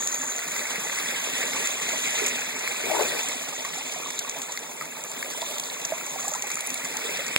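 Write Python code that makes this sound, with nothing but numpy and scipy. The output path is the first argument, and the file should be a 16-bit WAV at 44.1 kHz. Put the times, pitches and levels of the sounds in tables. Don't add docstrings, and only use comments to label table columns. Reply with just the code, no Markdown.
import sys
import numpy as np
from scipy import signal
from scipy.fft import rfft, irfft
from scipy.io import wavfile
from scipy.ndimage import uniform_filter1d

SR = 44100
rng = np.random.default_rng(int(sys.argv[2]) if len(sys.argv) > 2 else 0)


def master(y):
    cut = np.clip(np.atleast_2d(y).T, -1, 1)
    pcm = np.round(cut * 32767)
    wavfile.write(sys.argv[1], SR, pcm.astype(np.int16))


N = 325458

# time_s, spray_db, babble_db
NEAR_FLOW = [(0.0, -36.5, -41), (0.25, -38.5, -39), (0.6, -35.5, -35.5), (1.2, -33, -33.5),
             (1.75, -33.5, -35.5), (2.17, -32, -32.5), (2.55, -37, -35), (3.05, -31, -33.5),
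             (3.6, -37, -41.5), (4.4, -39.5, -43.5), (4.9, -42, -45), (5.5, -35.5, -42.5),
             (5.9, -39.5, -40.5), (6.25, -38, -43), (6.43, -42, -39), (6.8, -37, -38.5), (7.33, -35, -35.5)]
# freq_hz, level_db
SLAP_SPECTRUM = [(300, -48), (1000, -24), (2400, -3), (3600, 0), (4900, -8), (6600, 5.5), (9500, -7.5),
                 (15500, -13)]


def gain_of(db):
    return 10 ** (np.asarray(db) / 20)


def unit_rms(x):
    return x / np.sqrt(np.mean(x ** 2) + 1e-20)


def gain_at(spectrum, hz):
    freq_hz, level_db = np.transpose(spectrum)
    return gain_of(np.interp(np.log(hz + 1), np.log(freq_hz + 1), level_db))


def filtered(x, spectrum):
    return irfft(rfft(x) * gain_at(spectrum, np.fft.rfftfreq(N, 1 / SR)), N)


def coloured(x, spectrum):
    return unit_rms(filtered(x, spectrum))


def follow(curve, t):
    time_s, *columns = np.transpose(curve)
    return [np.interp(t, time_s, column) for column in columns]


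def add(mix, start_s, sound):
    part = mix[:, round(start_s * SR):][:, :sound.shape[1]]
    part += sound[:, :part.shape[1]]


def panned(left_db):
    pair = gain_of([[left_db / 2], [-left_db / 2]])
    return pair / pair.mean()


def correlated(x, likeness):
    return np.array([x[0], likeness * x[0] + np.sqrt(1 - likeness ** 2) * x[1]])


def burst(t60_s):
    t = np.arange(SR // 20) / SR
    return rng.standard_normal((2, len(t))) * gain_of(-60 * t / t60_s)


def ring(hz, t60_s, rise_oct, attack_s):
    t60_s = max(t60_s, 0.001)
    t = np.arange(int(t60_s * SR)) / SR
    pitch_hz = hz * 2 ** (rise_oct * t / t60_s)
    envelope = gain_of(-60 * t / t60_s) * (1 - np.exp(-t / attack_s))
    return envelope * np.sin(2 * np.pi * np.cumsum(pitch_hz) / SR)


def swarm(low_hz, high_hz, per_s, cycles, spread_db, likeness, sizes=40):
    out = np.zeros((2, N))
    per_size = int(per_s * N / SR / sizes)
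    for hz in np.geomspace(low_hz, high_hz, sizes):
        when, chance, left, right = rng.random((per_size, 4)).T
        strength = gain_of(spread_db * np.minimum(-np.log(chance), 4.5))
        births = np.zeros((2, N))
        births[:, (when * N).astype(int)] = strength * np.cos(2 * np.pi * np.array([left, right]))
        t60_s = cycles * rng.uniform(0.81, 1.86) / hz
        bubble = hz * ring(hz, t60_s, rise_oct=0.326, attack_s=0.5 / hz)
        out += signal.oaconvolve(births, bubble[None], axes=1)[:, :N]
    return unit_rms(correlated(out, likeness))


def churn(patch_db, patch_hz, patch_s, frame=512):
    hz, t, noise = signal.stft(rng.standard_normal((2, N)), SR, nperseg=frame)
    patches = rng.standard_normal(noise.shape[1:])
    patches = uniform_filter1d(patches, int(patch_hz / hz[1]), axis=0)
    patches = uniform_filter1d(patches, int(patch_s / t[1]), axis=1)
    noise *= gain_of(patch_db * unit_rms(patches))
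    return unit_rms(signal.istft(noise, SR)[1][:, :N])


def surges(splash_db, heave_db):
    per_s, decay_s = 150, 0.01
    starts = rng.exponential(1, N) * (rng.random(N) < per_s / SR)
    splashes = signal.lfilter([1], [1, -np.exp(-1 / (decay_s * SR))], starts)
    splashes = uniform_filter1d(splashes, size=200)
    heave = uniform_filter1d(uniform_filter1d(rng.standard_normal(N), size=4000), size=2500)
    return gain_of(splash_db * unit_rms(splashes - splashes.mean()) + heave_db * unit_rms(heave))


def babble(t):
    # freq_hz, level_db
    skirts = [(700, -10), (1200, 0), (1600, 1.5), (2100, 3), (2600, 6.5), (3000, -6), (4000, 3.5)]
    settled_hz, rise_hz, settle_s, width_hz = 2153, 426, 0.94, 750
    water = churn(patch_db=2.5, patch_hz=500, patch_s=0.03)
    water += gain_of(-11.5) * swarm(1178, 3515, per_s=550, cycles=46, spread_db=2, likeness=0.045)
    centre_hz = settled_hz - rise_hz * np.exp(-t / settle_s)
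    carrier = np.exp(2j * np.pi * np.cumsum(centre_hz) / SR)
    pole = np.exp(-np.pi * width_hz / SR)
    resonance = (carrier * signal.lfilter([1 - pole], [1, -pole], water / carrier)).real
    _, babble_db = follow(NEAR_FLOW, t)
    return gain_of(babble_db + 1.68) * coloured(resonance, skirts)


def spray():
    # freq_hz, level_db
    spectrum = [(1200, -31), (2300, -8.5), (2900, -2.5), (3500, 2), (4100, -4), (4800, -6.5), (5600, -6),
                (6400, 0.5), (7200, 0), (8200, -5), (9500, -10.5), (11500, -14.5), (13700, -15.5),
                (15700, -11.5)]
    # time_s, port_ring_db, tilt_db_per_oct
    colour = [(0.2, 11.5, 3), (0.6, 4, 3), (1.2, -1.5, 1), (2.2, 3.5, 0), (2.85, -2.5, 1.6), (4.1, 1.5, 0),
              (4.9, -1.5, 4), (5.55, -2.5, 2), (6.35, 6.5, 4.5), (7.2, -5.5, 1)]
    port_hz, hollow_hz = 6630, 4700
    fizz = churn(patch_db=2.5, patch_hz=1197, patch_s=0.025, frame=256)
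    fizz += gain_of(-9) * swarm(2730, 13270, per_s=700, cycles=104, spread_db=2.3, likeness=0.067)
    hz, frame_s, bands = signal.stft(coloured(fizz, spectrum), SR, nperseg=256)
    hz = hz[:, None]
    spray_db, _ = follow(NEAR_FLOW, frame_s)
    port_ring_db, tilt_db_per_oct = follow(colour, frame_s)
    port_db = port_ring_db / (1 + ((hz - port_hz) / 550) ** 2)
    hollow_db = -3.5 / (1 + ((hz - hollow_hz) / 600) ** 2)
    tilt_db = tilt_db_per_oct * np.log2(np.maximum(hz, 2205) / port_hz)
    bands *= gain_of(spray_db + 3 + hollow_db + port_db + tilt_db)
    return signal.istft(bands, SR)[1][:, :N]


def murmur(t):
    # freq_hz, level_db
    spectrum = [(24, -74), (40, -36), (92, -28.5), (163, -1), (203, -8), (254, 3), (312, -6), (462, 1.5),
                (520, -5), (586, -1.5), (660, -3.5), (745, -5), (900, -3.5), (1060, -8.5), (1180, -7),
                (1800, -15), (2340, -23), (3960, -120)]
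    wash = correlated(churn(patch_db=2.5, patch_hz=400, patch_s=0.04), likeness=0.43)
    bubbles = swarm(500, 1700, per_s=260, cycles=22, spread_db=1.9, likeness=0.2)
    spray_db, _ = follow(NEAR_FLOW, t)
    level_db = -42 + 0.56 * (spray_db - spray_db.mean())
    return gain_of(level_db) * coloured(wash + bubbles / 4, spectrum)


def ripples():
    # freq_hz, level_db
    spectrum = [(560, -5.5), (1000, -3), (2300, -8.5)]
    bubbles = swarm(571, 2338, per_s=70, cycles=43, spread_db=1.4, likeness=0.3, sizes=20)
    return gain_of(-51.5) * coloured(bubbles, spectrum)


def spatter(t):
    lull_db, lull_at_s, lull_width_s = 1, 4.8, 0.89
    level_db = -47.5 - lull_db * np.exp(-((t - lull_at_s) / lull_width_s) ** 2)
    ticks = swarm(2600, 11300, per_s=110, cycles=3.6, spread_db=2.5, likeness=0.092)
    return gain_of(level_db) * coloured(ticks, SLAP_SPECTRUM)


def drops():
    # start_s, ping_db, pitch_hz, fizz_t60_s, slap_db
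    impacts = [(0.0728, -12, 6840, 0.023, -15.5), (1.6728, -10.5, 6930, .015, -28),
               (2.2415, -17, 7800, .02, -26), (2.2628, -12, 7250, .02, -16), (2.267, -22, 7600, .015, -15),
               (2.280, -18, 6800, .04, -20), (2.283, -18, 7100, .05, -18), (2.392, -16, 6900, .012, -28),
               (2.408, -19, 6500, .025, -30), (2.591, -18.5, 6700, .02, -25),
               (3.2315, -15, 7040, .012, -28), (3.286, -18.5, 7600, 0.049, -20),
               (3.650, -29, 6770, .02, -27), (3.922, -29, 4300, .02, -21), (4.104, -21, 7100, .035, -21),
               (4.1815, -22, 3820, .012, -37), (4.191, -23, 4030, .012, -12),
               (4.1935, -25, 6600, .015, -21), (4.2954, -11.5, 6600, 0.022, -24),
               (4.3125, -23, 6700, .025, -35), (4.418, -24, 7500, .008, -18),
               (4.521, -20, 7170, 0.039, -23), (4.574, -23, 4280, .02, -26), (5.038, -19, 7460, .012, -23),
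               (5.116, -19, 7310, .015, -35), (5.2255, -39, 7440, .012, -32),
               (5.4176, -18.5, 3500, .012, -25), (5.583, -22, 3590, .008, -17.5),
               (5.5976, -24, 6800, .015, -15.5), (5.6375, -22, 4680, .015, -31),
               (5.7, -21, 3760, .015, -34), (5.8498, -11, 6300, .03, -20), (6.064, -18, 7510, .008, -32),
               (6.229, -27.5, 4420, 0.041, -28), (6.28, -14, 7600, 0.034, -26),
               (6.317, -30, 7400, .025, -29), (6.3366, -14, 6860, 0.022, -23),
               (6.35, -16.5, 6700, .05, -27), (6.4222, -12, 6500, 0.011, -17),
               (6.5027, -22, 7120, .012, -20), (6.5156, -14.5, 6790, 0.035, -27),
               (6.543, -18, 8060, .02, -34), (6.555, -15, 6770, 0.011, -30), (6.573, -20, 7400, .01, -28),
               (6.591, -22, 7200, .015, -26), (6.6066, -20, 10000, .035, -20),
               (6.664, -22, 10100, .015, -26), (6.672, -15, 10000, 0.016, -21),
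               (6.694, -27, 13200, .02, -32), (6.7026, -20, 6860, 0.032, -19),
               (6.7424, -19, 10000, .03, -20), (6.776, -22, 7300, .02, -31), (6.847, -17, 6820, .05, -33),
               (6.969, -15.5, 6630, .015, -18), (7.172, -24.5, 4690, .015, -24),
               (7.265, -15.5, 6480, .04, -30), (7.281, -26, 4500, .025, -22)]
    fizz_delay_s = 0.0008
    slaps, pings = np.zeros((2, 2, N))
    for start_s, ping_db, pitch_hz, fizz_t60_s, slap_db in impacts:
        add(slaps, start_s, gain_of(slap_db) * burst(t60_s=0.023))
        ping = ring(pitch_hz, t60_s=32 / pitch_hz, rise_oct=0.044, attack_s=0.5 / pitch_hz)
        add(pings, start_s, gain_of(ping_db) * panned(-0.97) * ping)
        fizz = signal.lfilter(*signal.iirpeak(pitch_hz, Q=7, fs=SR), burst(fizz_t60_s))
        add(pings, start_s + fizz_delay_s, gain_of(ping_db + 1.5) * fizz)
    return filtered(slaps, SLAP_SPECTRUM) + pings


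def plops():
    # start_s, relative_db, nominal_hz, left_db
    bubbles = [(0.391, -17, 1970, 8), (0.564, -19, 2100, -12), (0.619, -22, 1890, -1),
               (0.758, -18.5, 1900, -2), (0.78, -26, 200, -1), (0.779, -27.5, 465, 4),
               (0.897, -20, 2060, -2), (0.986, -20, 2060, -1), (1.416, -22, 1680, -4),
               (1.429, -20, 2210, -4), (1.533, -17, 2180, -4), (1.919, -17.5, 2200, -2),
               (1.932, -25, 650, -18), (2.218, -20, 427, -17), (2.237, -24, 420, -17),
               (2.416, -21, 1680, 3), (2.676, -14.5, 2230, 0), (2.838, -24.5, 437, 1), (2.858, -23, 564, 8),
               (2.899, -16.5, 780, 17), (2.913, -15, 636, 22), (2.935, -19, 850, 14), (2.966, -16, 975, 12),
               (2.991, -15.5, 587, 10), (2.994, -18, 894, 1), (2.999, -20, 1100, 2), (3.009, -12, 450, 7),
               (3.0195, -17, 565, 4), (3.025, -21, 880, 6), (3.137, -23, 1660, 0), (3.649, -20, 1860, -1),
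               (3.650, -24, 1125, -4), (3.777, -26.5, 785, -7), (3.961, -28, 730, -12),
               (4.021, -30.5, 1330, -3), (4.060, -24.5, 1145, -2), (4.104, -24, 2310, -3),
               (4.359, -28.5, 694, -3), (4.495, -27, 980, -3), (4.574, -20, 2100, -2),
               (4.8105, -24, 2040, -1), (4.8115, -21.5, 1334, 0), (4.823, -27, 1280, -2),
               (4.969, -31, 920, -10), (5.226, -23, 1750, -6), (5.228, -19, 2200, -8),
               (5.419, -24.5, 674, -5), (5.426, -22, 970, -6), (5.921, -13.5, 657, -2.5),
               (5.955, -32, 1040, -6), (5.980, -23, 2140, -4), (6.010, -28, 1390, -17),
               (6.159, -25, 790, -5), (6.187, -29, 1180, -9), (6.250, -27, 1180, -5),
               (6.276, -20.5, 803, 0), (6.318, -27, 887, -4), (6.319, -25.5, 615, -4),
               (6.341, -25.5, 1340, -7), (6.351, -25, 854, -5), (6.357, -25.5, 1014, -7),
               (6.439, -24.5, 843, -2), (6.502, -17.5, 2150, 1), (6.570, -26.5, 1340, -8),
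               (6.586, -25, 1930, -2), (6.850, -23, 2060, -10), (7.049, -25, 463, -14),
               (7.092, -25, 436, -8), (7.171, -28, 1870, -9), (7.190, -23.5, 554, -1)]
    # freq_hz, level_db
    lap_spectrum = [(150, -50), (500, -30), (1100, -14), (1700, -6.5), (2200, 3), (3000, -34), (4500, -15),
                    (9000, -20)]
    lap_db_per_oct, split_db = 7.5, -12
    laps, rings = np.zeros((2, 2, N))
    for start_s, relative_db, nominal_hz, left_db in bubbles:
        octaves = np.log2(nominal_hz / 1000)
        lap_db = relative_db + 2 + lap_db_per_oct * octaves
        add(laps, start_s, gain_of(lap_db) * panned(left_db / 2) * burst(t60_s=0.018))
        t60_s = min(0.046 * 0.56 ** octaves, 0.063)
        rise_oct = rng.uniform(0.16, 0.48)
        gain = gain_of(relative_db - 5) * panned(left_db)
        bubble = ring(0.95 * nominal_hz, t60_s, rise_oct, attack_s=0.51 / nominal_hz)
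        add(rings, start_s, gain * bubble)
        split_s = start_s + rng.uniform(0, 0.028)
        split_hz = nominal_hz * 2 ** (0.517 * rng.uniform(0.5, 1.5))
        split = ring(split_hz, t60_s / 2, rise_oct, attack_s=0.5 / nominal_hz)
        add(rings, split_s, gain * gain_of(split_db) * split)
    return filtered(laps, lap_spectrum) + rings


def gulp(t):
    # crest_s, relative_db
    waves = [(3.026, -23), (3.17, -30.5)]
    # freq_hz, level_db
    spectrum = [(120, -50), (200, -25), (330, -11.5), (480, -7.5), (912, -11.5), (1400, -21), (1500, -13),
                (1950, -46), (3300, -120)]
    fill_s, swell_db, t60_s = 0.13, 6.5, 0.081
    envelope = np.zeros(N)
    for crest_s, relative_db in waves:
        age_s = t - crest_s
        below_crest_db = np.where(age_s < 0, swell_db * (age_s / fill_s) ** 2, 60 * age_s / t60_s)
        envelope += gain_of(relative_db - 5 - below_crest_db)
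    cloud = swarm(270, 1440, per_s=1100, cycles=13.5, spread_db=1.1, likeness=0.24, sizes=20)
    return envelope * panned(14) * coloured(cloud, spectrum)


def knock(start_s):
    # pitch_hz, relative_db, t60_s
    modes = [(610, -30, 0.023), (1400, -35, 0.005), (2630, 5, 0.0035), (4950, -4.5, 0.0025),
             (7260, -0.5, 0.0017)]
    out = np.zeros((2, N))
    for pitch_hz, relative_db, t60_s in modes:
        mode = ring(pitch_hz, t60_s, rise_oct=0, attack_s=0.00005)
        add(out, start_s, -gain_of(relative_db + 1.9) * panned(22) * mode)
    return out


def scene():
    t = np.arange(N) / SR
    surge = surges(splash_db=0.91, heave_db=0.5)
    flow = surge * (babble(t) + spray()) + surge ** 0.87 * murmur(t)
    return flow + ripples() + spatter(t) + drops() + plops() + gulp(t) + knock(start_s=7.3625)


def record(dry):
    # freq_hz, excess_db
    mismatch = [(1100, 5), (2200, 7.5), (3680, 4), (5150, 1), (6600, 21), (8100, 2.5), (9550, 4),
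                (11020, 1), (12500, -5), (14000, 3.4), (15450, 6.3)]
    right_trim = [(300, 2.15), (1100, 4.5), (1400, 0.13)]  # freq_hz, gain_db
    spacing_s, low_cut_hz, high_cut_hz = 15 / SR, 90, 15800
    hz = np.fft.rfftfreq(N, 1 / SR)
    left, right = rfft(dry)
    cross = np.clip((hz - 900) / 500, 0, 1) * np.exp(-2j * np.pi * hz * spacing_s)
    right_gain = gain_at(mismatch, hz)
    wide_left = (left - cross * right_gain * right) / np.hypot(1, abs(cross) * right_gain)
    wide_right = (right_gain * right - cross * left) / np.hypot(right_gain, abs(cross))
    wide = irfft(np.array([wide_left, wide_right * gain_at(right_trim, hz)]), N)
    highpass = signal.butter(2, low_cut_hz, "highpass", fs=SR, output="sos")
    limited = np.clip(signal.sosfilt(highpass, wide), -1, 1)
    lowpass = signal.firwin(701, high_cut_hz, window=("kaiser", 9), fs=SR)
    return signal.oaconvolve(limited, lowpass[None], "same")


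dry = scene()
out = record(dry)
master(out)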